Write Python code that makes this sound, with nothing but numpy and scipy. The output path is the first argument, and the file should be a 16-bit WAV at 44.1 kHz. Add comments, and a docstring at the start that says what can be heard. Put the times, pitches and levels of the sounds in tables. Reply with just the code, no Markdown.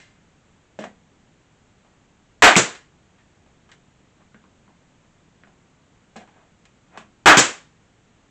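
"""A pneumatic nailer drives two nails into a board lining a window recess, in a small panelled room.
Over low room tone, fittings clink and the tool knocks and scuffs against the board. At 2.4 s the first
shot lands, a double blow that overloads the microphone; the trigger is let go, the valve pings and air
puffs out. The tool and a steadying hand then knock and rub on the board until the second shot and its
puff of air at 7.3 s."""
import sys
import numpy as np
from scipy import signal
from scipy.fft import rfft, irfft
from scipy.io import wavfile
from scipy.ndimage import uniform_filter1d

SR = 44100
rng = np.random.default_rng(int(sys.argv[2]) if len(sys.argv) > 2 else 0)


def wrap_up_sound(samples):
    """Save the sound to the file named by the first command line argument, as 16-bit audio."""
    columns = np.atleast_2d(samples).T
    # keep every value between -1 and 1, then stretch to whole-number steps
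    tamed = np.clip(columns, -1, 1)
    steps = np.round(tamed * 32767).astype(np.int16)
    wavfile.write(sys.argv[1], SR, steps)


N = 366030
HIT = SR // 2   # samples given to one event
AGE = np.arange(HIT) / SR
GRID_HZ = np.maximum(np.arange(4097) * SR / 8192, 1)
MIC_TOP_HZ = 8220

# room tone spectrum: f/Hz, level/dB
ROOM_TONE_EQ = [(12, -13.5), (25, -4), (60, -4), (90, -0.5), (170, 0), (250, -3.5), (360, -8), (560, -11.5),
                (1900, -17), (3200, -20.5), (5100, -28.5), (7200, -22), (9000, -30)]
# metal fittings click: t/s, level/dB, pitch/Hz, ring level/dB, ring t60/s
CLINK_CUES = [(0.001, -55, 2430, -54, 0.48), (0.7906, -46, 2920, -47, .2), (0.84, -42.5, 1910, -54, 0.18),
              (2.751, -48, 1830, -47, .2), (3.716, -54.5, 3070, -51, 0.14), (6.163, -44, 4040, -49, 0.21),
              (6.654, -59, 2380, -53.5, 0.055), (6.9749, -41.5, 2660, -50, 0.11)]
# modes of the fittings: f/Hz, level/dB
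STEEL_MODES = [(1600, -9), (1745, -4), (2090, -2.5), (2400, -18), (2800, -7), (3400, -12), (4000, -10)]
# spectrum of loose parts jingling: f/Hz, level/dB
JINGLE_EQ = [(400, -16), (1200, -8), (1800, 2), (3300, -4.5), (5000, -9), (7200, -8), (9000, -13)]
# spectrum of a touch on the board: f/Hz, level/dB
TAP_EQ = [(60, -29), (300, 4), (700, -1.5), (1800, -2), (3300, -5.5), (5000, -15.5), (7200, -8.5),
          (9000, -11.5)]
# board resonances and the dips between them: f/Hz, width/Hz, gain/dB
BOARD_MODES = [(199, 28, 5.5), (305, 20, 4), (652, 84, 5), (741, 28, 5.5), (808, 30, 5), (990, 4, 2.5),
               (1040, 20, 0.5), (1141, 24, -0.5), (1450, 28, 4), (1550, 8, 7), (1674, 13, 2.5),
               (1652, 38, 5.5), (1680, 24, 2), (1830, 10, -4), (1874, 20, 3.5), (1937, 24, 7),
               (2030, 60, -5), (2103, 32, 6), (2508, 97, 6), (2670, 70, -5.5), (3080, 71, 1.5)]
# tool or knuckles knock on the board: t/s, level/dB, pitch of the spot/Hz, wall thud/dB
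KNOCK_CUES = [(0.7897, -34, 547, -34.5), (0.8396, -36.5, 700, -42), (4.345, -54, 1520, -51),
              (4.4407, -59.5, 1100, -57.5), (4.6795, -58, 910, -57.5), (5.4362, -53.5, 1520, -56),
              (6.159, -44.5, 720, -42.5), (6.976, -42.5, 1060, -47.5)]
# spectrum of the wall behind the board: f/Hz, level/dB
THUD_EQ = [(40, -45), (100, -21), (165, -9.5), (205, 5), (280, -12.5), (340, -17), (420, -9), (700, -19),
           (3000, -62)]
# soft scuffs against the board: t/s, level/dB, pitch of the spot/Hz
SCUFF_CUES = [(0.806, -41, 685), (0.824, -44.5, 1790), (1.848, -61.5, 880), (3.184, -60.5, 1800),
              (3.463, -60, 680), (3.692, -55, 1310), (5.473, -57.5, 770), (6.208, -47, 724),
              (6.276, -55.5, 895), (7.005, -50, 1096)]
# two blows to each shot: t/s, level/dB, pitch of the spot/Hz, its width/Hz, its boost/dB
BLOW_CUES = [(2.4225, -1.5, 737.7, 200, 1.5), (2.4380, -0.5, 718, 160.2, 7), (7.2591, -2.5, 1400, 600, -1),
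             (7.2726, 1.5, 1172, 811, 7)]
# spectrum of a blow: f/Hz, level/dB
BLOW_EQ = [(40, -40.5), (110, -33.5), (200, -18), (300, -6.5), (400, -6), (600, -7.5), (1400, -1),
           (2200, -6), (3300, -9.5), (5000, -21), (7200, -18), (9000, -19.5)]
# trigger valve snaps open: t/s, level/dB
VALVE_CUES = [(2.5566, 0), (7.3708, -3.5)]
# cylinder vents: t/s, hiss/dB, length/s, puff/dB, hiss tilt/(dB per octave)
EXHAUST_CUES = [(2.5638, -7.5, 0.034, -14, -2.5), (7.371, -4.5, 0.036, -16.5, -1.9)]
# spectrum of the air jet: f/Hz, level/dB
HISS_EQ = [(30, -44), (100, -21.5), (300, -5), (800, -4), (1600, 1.5), (3000, -0.5), (5000, -3.5),
           (6200, 1), (7200, 6), (9000, -1)]
# spectrum of the low puff under it: f/Hz, level/dB
PUFF_EQ = [(30, -46), (85, -31), (130, -3), (185, -1.5), (265, -9), (355, -2.5), (600, -18), (2000, -35.5)]
# hand slides on the board: middle t/s, level/dB, half length/s
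RUB_CUES = [(4.215, -58.5, .022), (6.39, -58, 0.068), (6.936, -58, 0.035), (6.967, -47.5, 0.022)]


def from_db(db):
    return 10 ** (np.asarray(db) / 20)


def rms_one(x):
    return x / np.sqrt(np.mean(x ** 2) + 1e-20)


def level_hit(x):
    """Scale a short sound to the energy of 30 ms at rms 1."""
    return x * np.sqrt(.03 * SR / np.sum(x ** 2))


def eq_db(points):
    """Draw an EQ curve through the points along log frequency."""
    hz, db = np.transpose(points)
    return np.interp(np.log(GRID_HZ), np.log(hz), db)


def bell(hz, width_hz):
    """Outline of one resonance, height 1."""
    return 1 / (1 + (2 * (GRID_HZ - hz) / width_hz) ** 2)


def board_db():
    """The board's resonances as one EQ curve."""
    return sum(db * bell(hz, width_hz) for hz, width_hz, db in BOARD_MODES)


def colour(x, curve_db):
    """Minimum-phase EQ: peaks ring after the hit, never before."""
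    cepstrum = irfft(np.log(from_db(curve_db)))
    half = len(cepstrum) // 2
    cepstrum[1:half] *= 2
    cepstrum[half + 1:] = 0
    impulse_response = irfft(np.exp(rfft(cepstrum)))
    return signal.fftconvolve(x, impulse_response)[:len(x)]


def low_pass(x, hz, taps):
    """Steep linear-phase high cut."""
    kernel = signal.firwin(taps, hz, window="blackmanharris", fs=SR)
    return signal.fftconvolve(x, kernel[None], "same")


def add(track, s, sound):
    """Mix a sound in at time s."""
    at = max(round(s * SR), 0)
    track[at:at + len(sound)] += sound[:N - at]


def noise_with_tail(power, wet_db, t60):
    """Turbulence or chatter with this power envelope, plus a dying tail of dense reflections."""
    feedback = from_db(-120 / (t60 * SR))   # power falls 60 dB in t60 seconds
    reflections = signal.lfilter([1 - feedback], [1, -feedback], power)
    envelope = np.sqrt(power + from_db(wet_db) ** 2 * reflections)
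    return level_hit(rng.standard_normal(HIT) * envelope)


def contact(length_s, crack_db, wet_db, t60):
    """A sharp crack straight from the impact, then dying chatter and its reverb."""
    crack = from_db(crack_db) * level_hit(signal.unit_impulse(HIT))
    return crack + noise_with_tail(np.exp(-2 * AGE / length_s), wet_db, t60)


def tap(pitch_hz, rolloff_db, length_s, crack_db):
    """One touch on the board: the spot resonates, with rolloff_db less per octave to either side."""
    spot_db = 8.5 * bell(pitch_hz, width_hz=200) - rolloff_db * np.abs(np.log2(GRID_HZ / pitch_hz))
    force = contact(length_s, crack_db, wet_db=3, t60=.2)
    return level_hit(colour(force, eq_db(TAP_EQ) + board_db() + spot_db))


def room_tone():
    """A steady bed of low room rumble and microphone hiss."""
    bed = colour(rng.standard_normal(N + HIT), eq_db(ROOM_TONE_EQ))[HIT:]
    return from_db(-58) * rms_one(bed)


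def clinks():
    """A bright click, then steel rings and loose parts jingle, only briefly where a hand damps them."""
    out = np.zeros(N)
    for s, db, pitch_hz, ring_db, t60 in CLINK_CUES:
        steel = sum(from_db(mode_db) * np.sin(2 * np.pi * (hz * AGE + rng.random()))
                    for hz, mode_db in STEEL_MODES)
        jingle = from_db(2.5) * rms_one(colour(rng.standard_normal(HIT), eq_db(JINGLE_EQ)))
        ring = (steel + jingle) * from_db(-60 * AGE / t60)
        click = tap(pitch_hz, rolloff_db=1, length_s=.0021, crack_db=-12.5)
        add(out, s, from_db(db) * click + from_db(ring_db) * ring)
    return out


def knocks():
    """Firm knocks on the board sound broad, light ones narrow; the wall behind thuds."""
    out = np.zeros(N)
    firm_db, narrowing = -32, .15   # level of a firm knock; extra rolloff per dB softer
    for s, db, pitch_hz, thud_db in KNOCK_CUES:
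        board = tap(pitch_hz, rolloff_db=6 + narrowing * (firm_db - db), length_s=.0022, crack_db=-2)
        wall = colour(contact(length_s=.0022, crack_db=-4, wet_db=8, t60=.3), eq_db(THUD_EQ))
        add(out, s, from_db(db) * board + from_db(thud_db) * level_hit(wall))
    return out


def scuffs():
    """Slow, glancing touches stir the board but not the wall."""
    out = np.zeros(N)
    for s, db, pitch_hz in SCUFF_CUES:
        add(out, s, from_db(db) * tap(pitch_hz, rolloff_db=3.5, length_s=.012, crack_db=-8))
    return out


def shots():
    """Driver meets nail, then the piston bottoms out; the board booms and rattles against its frame."""
    out = np.zeros(N)
    ring_depth = .93   # board resonances, relative to a light tap
    for s, db, pitch_hz, width_hz, boost_db in BLOW_CUES:
        body_db = eq_db(BLOW_EQ) + ring_depth * board_db() + boost_db * bell(pitch_hz, width_hz)
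        force = contact(length_s=.023, crack_db=-7.5, wet_db=5.5, t60=.26)
        add(out, s, from_db(db) * level_hit(colour(force, body_db)))
    return out


def valve():
    """The trigger valve snaps open with a ping of a few cycles."""
    out = np.zeros(N)
    pitch_hz, attack_s = 2335, .00058
    rise = AGE / attack_s
    ping = np.sin(2 * np.pi * pitch_hz * AGE) * rise * np.exp(1 - rise)
    for s, db in VALVE_CUES:
        add(out, s, from_db(db) * ping)
    return out


def exhausts():
    """Air splutters out until the cylinder is empty: a bright hiss over a low puff."""
    out = np.zeros(N)
    splutter_db, pressure_fall_s, crossover_hz = 2, .19, 4900
    low_share = np.clip(1 / (1 + (GRID_HZ / crossover_hz) ** 4), 1e-4, 1 - 1e-4)
    for s, hiss_db, length_s, puff_db, tilt_db in EXHAUST_CUES:
        splutter = rms_one(uniform_filter1d(rng.standard_normal(HIT), size=130))
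        pressure = np.exp(-AGE / pressure_fall_s) / (1 + (AGE / length_s) ** 6)
        flow = from_db(splutter_db * splutter) * pressure
        jet_db = eq_db(HISS_EQ) + tilt_db * np.log2(GRID_HZ / MIC_TOP_HZ)
        jet = np.zeros(HIT)
        for share, t60 in ((low_share, .33), (1 - low_share, .26)):   # the room loses its treble first
            turbulence = noise_with_tail(flow ** 2, wet_db=-2.5, t60=t60)
            jet += colour(turbulence, jet_db + 10 * np.log10(share))
        puff = colour(contact(length_s=.02, crack_db=-2, wet_db=-5, t60=.12), eq_db(PUFF_EQ))
        add(out, s, from_db(hiss_db) * level_hit(jet) + from_db(puff_db) * level_hit(puff))
    return out


def rubs():
    """Skin drags over the rough board in soft swells."""
    pitch_hz, rolloff_db = 850, 7.5
    t = np.arange(N) / SR
    speed = sum(from_db(db) * np.exp(-((t - s) / half_s) ** 2) for s, db, half_s in RUB_CUES)
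    softness_db = -rolloff_db * np.abs(np.log2(GRID_HZ / pitch_hz))
    friction = colour(rng.standard_normal(N), eq_db(TAP_EQ) + board_db() + softness_db)
    return speed * rms_one(friction)


def scene():
    """Mono mix: the nailer up front, then the handling, with room tone underneath."""
    nailer = shots() + valve() + exhausts()
    handling = knocks() + scuffs() + clinks() + rubs()
    return (nailer + handling + room_tone())[None]


def record(dry):
    """The shots overload the input, the top end is cut, and the peaks clip once more at the output."""
    input_ceiling, output_ceiling = from_db(-2.5), from_db(-2.85)
    overloaded = np.clip(dry, -input_ceiling, input_ceiling)
    dulled = low_pass(overloaded, MIC_TOP_HZ, taps=141)
    flattened = np.clip(dulled, -output_ceiling, output_ceiling)
    return low_pass(flattened, hz=16000, taps=201)


dry = scene()
out = record(dry)
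wrap_up_sound(out)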